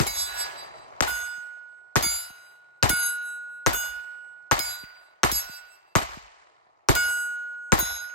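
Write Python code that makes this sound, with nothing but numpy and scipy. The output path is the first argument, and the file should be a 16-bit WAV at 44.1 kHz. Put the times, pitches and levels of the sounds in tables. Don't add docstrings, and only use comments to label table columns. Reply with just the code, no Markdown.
import sys
import numpy as np
from scipy import signal
from scipy.fft import rfft, irfft, next_fast_len
from scipy.io import wavfile
from scipy.ndimage import uniform_filter1d

SR = 44100
rng = np.random.default_rng(int(sys.argv[2]) if len(sys.argv) > 2 else 0)


def digitize_waveform(pressure):
    field = np.atleast_2d(pressure).T
    bounded = np.clip(field, -1, 1)
    quanta = np.round(bounded * 32767).astype(np.int16)
    wavfile.write(sys.argv[1], SR, quanta)


N = 358974
EDGE_HZ = 16550
PLATES = ("left", "middle", "right")

# start in seconds, blast level in dB, bass in dB, treble in dB, left over right in dB.
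SHOTS = [(-.004, -3.5, 6.5, 5, 1.5), (1.006, -2.5, -7, -0.5, 2.5), (1.957, -4.5, -1.5, 2, 1.5),
         (2.827, -3.5, -1, 1, 2.5), (3.6626, -4.5, 1, 1, 2), (4.512, -2, -9.5, -1.5, 2),
         (5.2329, -3, -7, 1.5, 0), (5.9531, -4, 0.5, 1, 0.5), (6.887, -3, 4, 2.5, -0.5),
         (7.72, -2.5, 1.5, 1, 1.5)]
# start in seconds, plate, crack level in dB, thud level in dB, level in dB
# of the later low thump from the earth, seconds until the swinging plate aims its low ring at the ports,
# fall in dB per second squared around that moment (negative rises).
HITS = [(0.067, "right", -17, -45, -44, 0.31, 172.5), (1.075, "middle", -35, -66, -36, 0.041, 7.5),
        (2.026, "left", -16, -22, -21.5, 0.14, -12), (2.894, "left", -8.5, -8.5, -19, 0.11, -3),
        (3.732, "middle", -20, -32, -40, 0.13, 4), (4.592, "right", -14, -20.5, -46, 0.44, 59),
        (5.316, "right", -13, -15, -35, 0.33, 214), (6.952, "left", -13.5, -21, -40, 0.16, -2.5),
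        (7.789, "middle", -20, -35, -20.5, 0.12, -65)]
# Hz, radians by which left leads, likeness of the ports 0-1,
# left over right in dB.
DIFFUSE = [(44, 5, 1, 7.5), (126, 2, 0.9, 0), (295, 1.5, 0.97, -3), (664, 2.5, 0.4, 1),
           (1290, 2.5, 0.91, -0.8), (2800, 1.5, 0, -0.9), (6650, 3.46, 0.16, 5), (9600, 8, 1, -4.5),
           (12730, -4.5, 0.97, 0.5), (14700, -4, .95, -4.5)]
# Hz, radians by which left leads.
PORTS = [(1460, -.7), (2200, -.5), (3900, -.8), (4900, -1.8), (5500, -3.2), (6550, -5.4), (7500, -9.4),
         (7900, -8.5), (9450, -8.9), (10400, -9.6), (11000, -10.8), (12000, -12.6), (13500, -15.6),
         (15100, -18.2)]


def amp(db):
    return 10 ** (np.asarray(db) / 20)


def read(hz, points_hz, values):
    return np.interp(np.log(hz + 1), np.log(points_hz + 1), values)


def add(mix, s, sound):
    start = round(s * SR)
    sound = sound[:, max(-start, 0):]
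    part = mix[:, max(start, 0):][:, :sound.shape[1]]
    part += sound[:, :part.shape[1]]


def sides(pan_db):
    return amp([[pan_db / 2], [-pan_db / 2]])


def ping(hz, cycles, lead=0.):
    u = np.arange(round(6 * cycles / hz * SR)) * hz / SR
    wave = np.sin(2 * np.pi * u + np.array([[lead], [-lead]]) / 2)
    return wave * np.minimum(4 * u, 1) * np.exp(-2 * u / cycles)


def end_fade(t):
    return np.minimum((t[-1] - t) * 10, 1)


def colour(hz, bass_db, treble_db):
    return read(hz, np.array([45, 110, 1200, 8000]), [0, bass_db, 0, treble_db])


def blasts():
    # seconds after the shot, level in dB, Hz before a small chance
    # shift, cycles of ring, left over right in dB.
    arrivals = [(.0001, 0, 6000, 5, 3), (.0007, 1, 2600, 2, 3), (.0008, 4, 1300, 1.6, 3),
                (.0062, 4, 1500, 1.7, 2), (.0056, -2, 6300, 6, 2), (.0025, -1, 650, 1.4, 4),
                (.002, 0, 125, 1.3, 3), (.008, -4, 500, 1.4, 4), (.0195, -13, 6000, 4, .5),
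                (.031, -16, 1700, 2.5, .5), (.029, -15, 800, 2.5, .5), (.053, -17, 720, 3, .5)]
    out = np.zeros((2, N))
    chances = rng.standard_normal((len(SHOTS), len(arrivals), 3))
    for (s, db, bass_db, treble_db, pan), shot_chances in zip(SHOTS, chances):
        for (late, arrival_db, hz, cycles, side), chance in zip(arrivals, shot_chances):
            pitch_chance, level_chance, lead_chance = chance
            lead = read(hz, *np.transpose(DIFFUSE)[:2])
            lead_share, stray = (1, .5) if hz < 1000 else (.5, 1)
            wave = ping(hz * (1 + 0.088 * pitch_chance), cycles, lead * lead_share + lead_chance * stray)
            level_db = db + arrival_db + colour(hz, bass_db, treble_db) + level_chance
            add(out, s + late, amp(level_db) * sides(side + pan) * wave)
    return out


def bullet_strikes():
    out, t = np.zeros((2, N)), np.arange(2000) / SR
    for s, _, crack_db, thud_db, thump_db, *_ in HITS:
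        spray_fall = np.exp(-t / 0.0046) + 0.17 * np.exp(-t / 0.025)
        spray = np.diff(rng.standard_normal((2, 2001))) * spray_fall
        add(out, s, amp(crack_db) * signal.lfilter([.5], [1, -.6], spray))
        add(out, s, amp(crack_db + 1) * ping(3900, 2.5, -1.1))
        add(out, s + 0.001, amp(thud_db) * ping(150, 0.4, 2.2))
        add(out, s + .004, amp(thud_db - 1.0) * ping(240, 0.92, 1.3))
        add(out, s + 0.033, amp(thump_db) * ping(180, 0.99, 0.89))
        add(out, s + 0.015, amp(thump_db - 11.5) * ping(330, 7.2, 1.2))
    return out


def plate_rings():
    left_hz, middle_hz, right_hz = [1388.0, 1453.4, 2207.0, 2676.0, 2878.0, 3520.0, 3908.0, 4699.0, 4951.0,
                                    5495.0, 6504.0, 6571.0, 7156.0, 7898.0, 8816.0, 9405.0, 10889.0,
                                    11204.0, 11235.0, 12188.0, 12470.0, 14270.0, 15030.0, 15382.0], [1461.0, 2886.0, 3521.0, 3927.0, 4974.0, 5495.0, 6514.0,
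                                                     6594.0, 7526.0, 7917.0, 9558.0, 10416.0, 10909.0,
                                                     10966.0, 11293.0, 12195.0, 13515.0, 14502.0, 15147.0], [1464.0, 1674.0, 2212.0, 2673.0,
                                                                        3543.0, 3944.0, 4726.0, 4952.0,
                                                                        5100.0, 5495.0, 6521.0, 6587.0,
                                                                        6610.0, 7186.0, 7522.0, 7931.0,
                                                                        9445.0, 9469.0, 10949.0, 11301.0,
                                                                        11347.0, 11960.0]
    # seconds to fall 60 dB, bloom time constant in seconds (at least 0.002 is
    # used), left over right in dB, then level in dB at the plate's first, second and third blow, each
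    left, middle, right = [(0.75, 0.004, -5.5, -36.5, -46, -44), (2.34, 0.0067, -1.5, -40.5, -23, -20.5),
                           (0.24, 0.045, -1, -18.5, -20, -21.5), (1.6, 0.1, 0, -64, -51, -62),
                           (0.93, 0.0034, 1, -43.5, -38, -33.5), (0.45, 0.004, 1, -33.5, -35.5, -40.5),
                           (1.07, 0.054, -1, -43, -36.5, -52), (0.43, 0.055, -1, -16.5, -27, -35),
                           (0.54, 0.01, 2, -26, -30, -28.5), (0.9, 0.004, 3.5, -53, -51.5, -63),
                           (0.58, 0.0027, 1.8, -29.5, -26.5, -33.5), (1.18, 0.004, 1.5, -60, -43.5, -39),
                           (0.32, 0.015, -1, -11.5, -32, -31), (1, 0.029, -3, -44.5, -29.5, -28.5),
                           (0.62, 0.0046, 7.9, -43, -36, -54), (0.63, 0.0037, -11.5, -36, -37.5, -41),
                           (0.51, 0.004, 0.5, -20, -46.5, -42), (0.59, 0.0037, -3.5, -28.5, -25.5, -49),
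                           (0.63, 0.11, 1.2, -34.5, -15.5, -26), (0.85, 0.0032, -4, -43.5, -49, -39),
                           (0.58, 0.0035, 2.5, -31.5, -45, -58), (0.43, 0.004, -6.5, -45, -38.5, -33),
                           (0.2, 0.004, -1, -32, -44, -56), (0.2, 0.004, -3.5, -28.5, -33, -60)], [(2.48, 0.0014, -7, -28.5, -30, -32.5),
                                         (0.93, 0.016, 2.3, -43.5, -39, -54),
                                         (0.64, 0.0071, 4, -40.5, -41, -38),
                                         (0.43, 0.074, -3, -54, -55, -20),
                                         (0.59, 0.12, 1, -29.5, -36, -29.5), (0.46, 0.1, 11, -58, -55, -27),
                                         (0.66, 0.075, -1.5, -34.5, -53.5, -29),
                                         (0.41, 0.028, 5.5, -32, -28, -21),
                                         (0.4, 0.04, -4.5, -48, -31, -47),
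                                         (1.12, 0.004, 2.6, -39.5, -45.5, -57),
                                         (0.44, 0.023, 1, -39, -33.5, -27),
                                         (0.37, 0.033, -5, -41, -32, -32),
                                         (0.32, 0.017, -9, -43, -48.5, -29),
                                         (0.32, 0.055, 3.5, -34, -37, -29),
                                         (0.5, 0.011, 1.5, -34.5, -47.5, -23.5),
                                         (0.3, 0.039, 0.5, -35, -24, -32), (0.48, 0.004, 3, -51, -48, -33),
                                         (0.13, 0.004, 1, -49, -49, -17), (0.26, 0.05, 2, -46, -32, -45)], [(0.9, 0.0032, -7.5, -36, -27, -27.5),
                                                         (2.6, 0.004, -11.5, -53, -75, -75.5),
                                                         (0.28, 0.004, -5.5, -28.5, -32.5, -45),
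                                                         (1.5, 0.05, -7, -60.5, -62.5, -50.5),
                                                         (0.64, 0.12, -3, -31.5, -41, -45),
                                                         (0.84, 0.0059, -6, -32, -41, -43.5),
                                                         (0.8, 0.012, 0.4, -29.5, -31.5, -35.5),
                                                         (0.28, 0.0044, -6, -25.5, -23.5, -38),
                                                         (0.4, 0.004, 1, -40, -36.5, -36),
                                                         (0.64, 0.004, -7, -32.5, -58.5, -34),
                                                         (0.47, 0.0025, 4.5, -35, -42, -34.5),
                                                         (0.35, 0.004, 0, -31, -34, -36),
                                                         (0.46, 0.0034, -2.5, -27, -39, -47.5),
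                                                         (0.36, 0.004, 1, -26, -28.5, -48),
                                                         (0.51, 0.004, -12.5, -45, -39.5, -39.5),
                                                         (0.75, 0.092, -6, -28.5, -43.5, -34.5),
                                                         (0.51, 0.0031, -3, -23, -35, -35),
                                                         (0.7, 0.004, -1, -38.5, -43.5, -39),
                                                         (0.24, 0.0026, 1, -25, -24.5, -38),
                                                         (0.11, 0.0032, 1, -25.5, -51, -44),
                                                         (0.56, 0.0025, 0, -29, -35.5, -31),
                                                         (0.66, 0.004, 0.5, -42.5, -63, -41.5)]
    sway_waves = {"left": .11, "middle": .13, "right": .24}
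    # seconds after the
    # blow when it faces them, seconds for one rock, depth in dB at 8 kHz.
    rocking = [(.15, .2, 7), (.2, .5, 4), (.17, .3, 3), (.17, .25, 5), (.12, .45, 5), (.15, .32, 7),
               (.06, .18, 7), (.23, .55, 4), (.23, .3, 4)]
    ground_share = .8
    step = 64

    steel = dict(zip(PLATES, [(left_hz, left), (middle_hz, middle), (right_hz, right)]))
    out, t = np.zeros((2, N)), np.arange(round(1.25 * SR)) / SR
    slow = t[::step]
    turns = {name: np.exp(2j * np.pi * np.array(hz)[:, None] * t).astype(np.complex64)
             for name, (hz, _) in steel.items()}
    for k, (s, name, _, _, _, aim, fall) in enumerate(HITS):
        hz = np.array(steel[name][0])[:, None]
        t60, bloom, pan, *blows_db = np.transpose(steel[name][1])[:, :, None]
        earlier_blows = [hit[1] for hit in HITS[:k]].count(name)
        db = blows_db[earlier_blows]
        start, offset, *chance = rng.random((8, len(hz), 1))

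        throb = sum(depth * np.cos(2 * np.pi * (rate * (0.613 + 0.65 * a) * slow + b))
                    for rate, depth, a, b in zip((1.6, 4, 8), (1.1, .9, .6), chance[:3], chance[3:]))
        shift = offset + sway_waves[name] * hz / 5000 * throb
        paths = abs(1 + np.minimum(hz / 7000, ground_share) * np.exp(2j * np.pi * shift))
        paths = paths / np.sqrt(np.mean(paths[:, :200] ** 2, axis=1, keepdims=True))
        facing, rock, depth_db = rocking[k]
        beam = amp(depth_db * np.sqrt(hz / 8000) * np.cos(2 * np.pi * (slow - facing) / rock))
        low_aim = amp(-fall * (slow - aim) ** 2)
        swing = np.where(hz < 2000, low_aim, beam * paths)

        rise = 1 - np.exp(-slow / np.maximum(bloom, .002))
        envelope = (rise * swing * amp(db - 60 * slow / t60)).astype(np.float32)
        envelope = np.repeat(envelope, step, axis=1)[:, :len(t)]
        lead = np.interp(hz, *np.transpose(PORTS))
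        ports = np.hstack([amp(pan / 2), amp(-pan / 2) * np.exp(-1j * lead)])
        ports = ports * np.exp(2j * np.pi * start)
        ring = (ports.T.astype(np.complex64) @ (turns[name] * envelope)).real
        add(out, s, np.sqrt(2) * ring * end_fade(t))
    return out


def clang():
    out, t = np.zeros((2, N)), np.arange(round(.7 * SR)) / SR
    plate_modes = dict(zip(PLATES, rng.random((3, 36, 2))))
    for s, name, *_ in HITS:
        place, lasting = plate_modes[name].T[:, :, None]
        hz, t60 = 7000 + 8800 * place, 0.25 + 0.5 * lasting
        turn = (amp(-60 * t / t60) * np.exp(2j * np.pi * hz * t)).astype(np.complex64)
        start, weakness = rng.random((2, len(hz), 1))
        lead = np.interp(hz, *np.transpose(PORTS))
        ports = np.hstack([1 + 0 * lead, np.exp(-1j * lead)])
        ports = ports * np.exp(2j * np.pi * start) * amp(-16 * weakness)
        ring = (ports.T.astype(np.complex64) @ turn).real
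        add(out, s, amp(-38.0) * ring * (1 - np.exp(-t / 0.0021)) * end_fade(t))
    return out


def scatter_db(since):
    # seconds after the
    # shot, peak in dB, rise in dB per second, fall in dB per second, all before a band's steepness factor.
    returns = [(0.01, 0.5, 698.5, 236), (0.068, -7.5, 349, 250.5), (0.191, -20, 15.5, 135)]
    lines = [db - np.where(since < s, rise * (s - since), fall * (since - s)) for s, db, rise, fall in returns]
    return np.max(lines, axis=0)


def scattered_pair(hz, size):
    at, lead, like, pan = (np.array(c) for c in zip(*DIFFUSE))
    like = np.clip(read(hz, at, like), 0, 1)
    left, other = rfft(rng.standard_normal((2, size)))
    right = like * left * np.exp(-1j * np.interp(hz, at, lead)) + np.sqrt(1 - like ** 2) * other
    return np.array([left, right]) * amp(np.outer([.5, -.5], read(hz, at, pan)))


def clearing():
    # band centre in Hz, near scatter in dB, its steepness factor, far woods in dB, seconds for
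    # them to fall 60 dB, still air in dB.
    bands = [(49, -36, 0.76, -43, 0.29, -95.5), (65.6, -27.5, 1.1, -64.5, 0.88, -91),
             (95, -21.5, 3.5, -80.5, 21, -93), (177, -39.5, 1.2, -60.5, 0.31, -89),
             (266, -20.5, 2.6, -82, 6.3, -99.5), (530, -27, 1.3, -55, 1.8, -72.5),
             (880, -18.5, 1.156, -39.5, 1.64, -65.5), (1545, -22, 1.18, -41, 1.59, -76),
             (2690, -29.5, 1.3, -39, 1.066, -85.5), (3280, -28, 1.18, -47.5, 1.38, -88.5),
             (5800, -31, 0.96, -44, 1.02, -88), (8250, -31.5, 1.4, -57, 1.3, -105),
             (10000, -54.5, 2, -79, .5, -106), (11900, -31, 1.4, -55, .45, -108),
             (14000, -50.5, 1.2, -56, .35, -110)]
    size = next_fast_len(N)
    hz = np.fft.rfftfreq(size, 1 / SR)
    pair = scattered_pair(hz, size)
    out, t = np.zeros((2, N)), np.arange(0, N + 64, 32) / SR
    spikes = uniform_filter1d(np.minimum(rng.exponential(1, len(t)), 4) ** 2, size=5)
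    spikes_db = 1.2 * (spikes - spikes.mean()) / spikes.std()
    edges = np.array([bands[0][0] * 0.7, *(row[0] for row in bands), EDGE_HZ])
    for k, (centre_hz, near_db, steep, far_db, t60, air_db) in enumerate(bands):
        share = np.sin(np.pi / 2 * read(hz, edges, np.arange(len(edges)) == k + 1))
        power, side = amp(2 * air_db) + 0 * t, 0 * t
        for s, db, bass_db, treble_db, shot_pan in SHOTS:
            since = np.maximum(t - s, 0)
            near = amp(2 * (near_db + steep * scatter_db(since)))
            bend = 3 if k == 0 else 1
            far = amp(2 * (far_db - 60 * (since / t60) ** bend)) * np.minimum(since / 0.1, 1)
            shot_db = db + colour(centre_hz, bass_db, treble_db)
            power += (t >= s) * (near + far) * amp(2 * shot_db)
            side[t >= s] = shot_pan * np.exp(-since[t >= s] / 0.097)
        lumps = uniform_filter1d(rng.standard_normal(len(t)), 15)
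        lumps_db = 1.8 * lumps / lumps.std()
        level = np.sqrt(power) * amp(lumps_db + spikes_db) * amp([side / 2, -side / 2])
        band = irfft(pair * share, size)[:, :N]
        out += band / band.std() * np.array([np.interp(np.arange(N), t * SR, v) for v in level])
    return out


def spent_cases():
    # start in seconds, level in dB.
    cases = [(.288, -41), (1.377, -41), (2.3, -35.5), (4.833, -27), (5.492, -28.5), (6.169, -23),
             (7.297, -47.5)]
    out = np.zeros((2, N))
    for s, db in cases:
        add(out, s, amp(db) * ping(188, 0.69, 1.87))
    return out


def tail_knocks():
    # start in seconds, level in dB, Hz.
    knocks = [(.74, -38, 680), (6.666, -50, 730)]
    out = np.zeros((2, N))
    for s, db, hz in knocks:
        add(out, s, amp(db) * ping(hz, 4.6, 0.62))
    return out


def low_hum():
    hum_hz, hum_db, hum_s = 145.3, -83.5, 1.65
    out, t = np.zeros((2, N)), np.arange(round(hum_s * SR)) / SR
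    for s, name, *_ in HITS:
        if name == "left":
            hum = np.sin(2 * np.pi * hum_hz * (t + s))
            add(out, s, amp(hum_db) * hum * end_fade(t) * np.ones((2, 1)))
    return out


def level_course():
    start_db, creep_db_per_s, high_db, rest_db = -8, 37.5, 16, -1.44
    jump_s, jump_length_s = 0.24, 0.18
    # from seconds, to seconds, depth in dB.
    dip = (1.012, 1.0225, -18)
    t = np.arange(N) / SR
    jumped = np.clip((t - jump_s) / jump_length_s, 0, 1)
    swell_db = (1 - jumped) * (start_db + creep_db_per_s * t) + jumped * high_db
    level = amp(np.where(t < SHOTS[1][0] - .004, swell_db, rest_db))
    dip_db = uniform_filter1d(dip[2] * ((t > dip[0]) & (t < dip[1])), size=40)
    return level * amp(dip_db)


def scene():
    loud = blasts() + bullet_strikes() + plate_rings() + clang() + clearing()
    return loud * level_course() + spent_cases() + tail_knocks() + low_hum()


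def record(dry):
    size = next_fast_len(N + SR // 4)
    hz = np.fft.rfftfreq(size, 1 / SR)
    late_s = .015 / (1 + (hz / 110) ** 1.55)
    low_cut = (1j * hz / (28 + 1j * hz)) ** 2
    delay = np.exp(-2j * np.pi * np.cumsum(late_s) * SR / size)
    smeared = irfft(rfft(dry, size) * low_cut * delay, size)[:, :N]
    power_db = 10 * np.log10(abs(uniform_filter1d((smeared ** 2).mean(0), 200)) + 1e-12)
    fall = np.arange(N) * 2600.0 / SR
    held_db = np.maximum.accumulate(power_db + fall) - fall
    over_db = np.maximum(held_db + 18.5, 0)
    ducked = smeared / amp(0.11 * uniform_filter1d(over_db, 100))
    band_limit = signal.firwin(1023, EDGE_HZ, window=("kaiser", 9), fs=SR)
    return signal.oaconvolve(ducked, band_limit[None], "same")


dry = scene()
out = record(dry)
digitize_waveform(out)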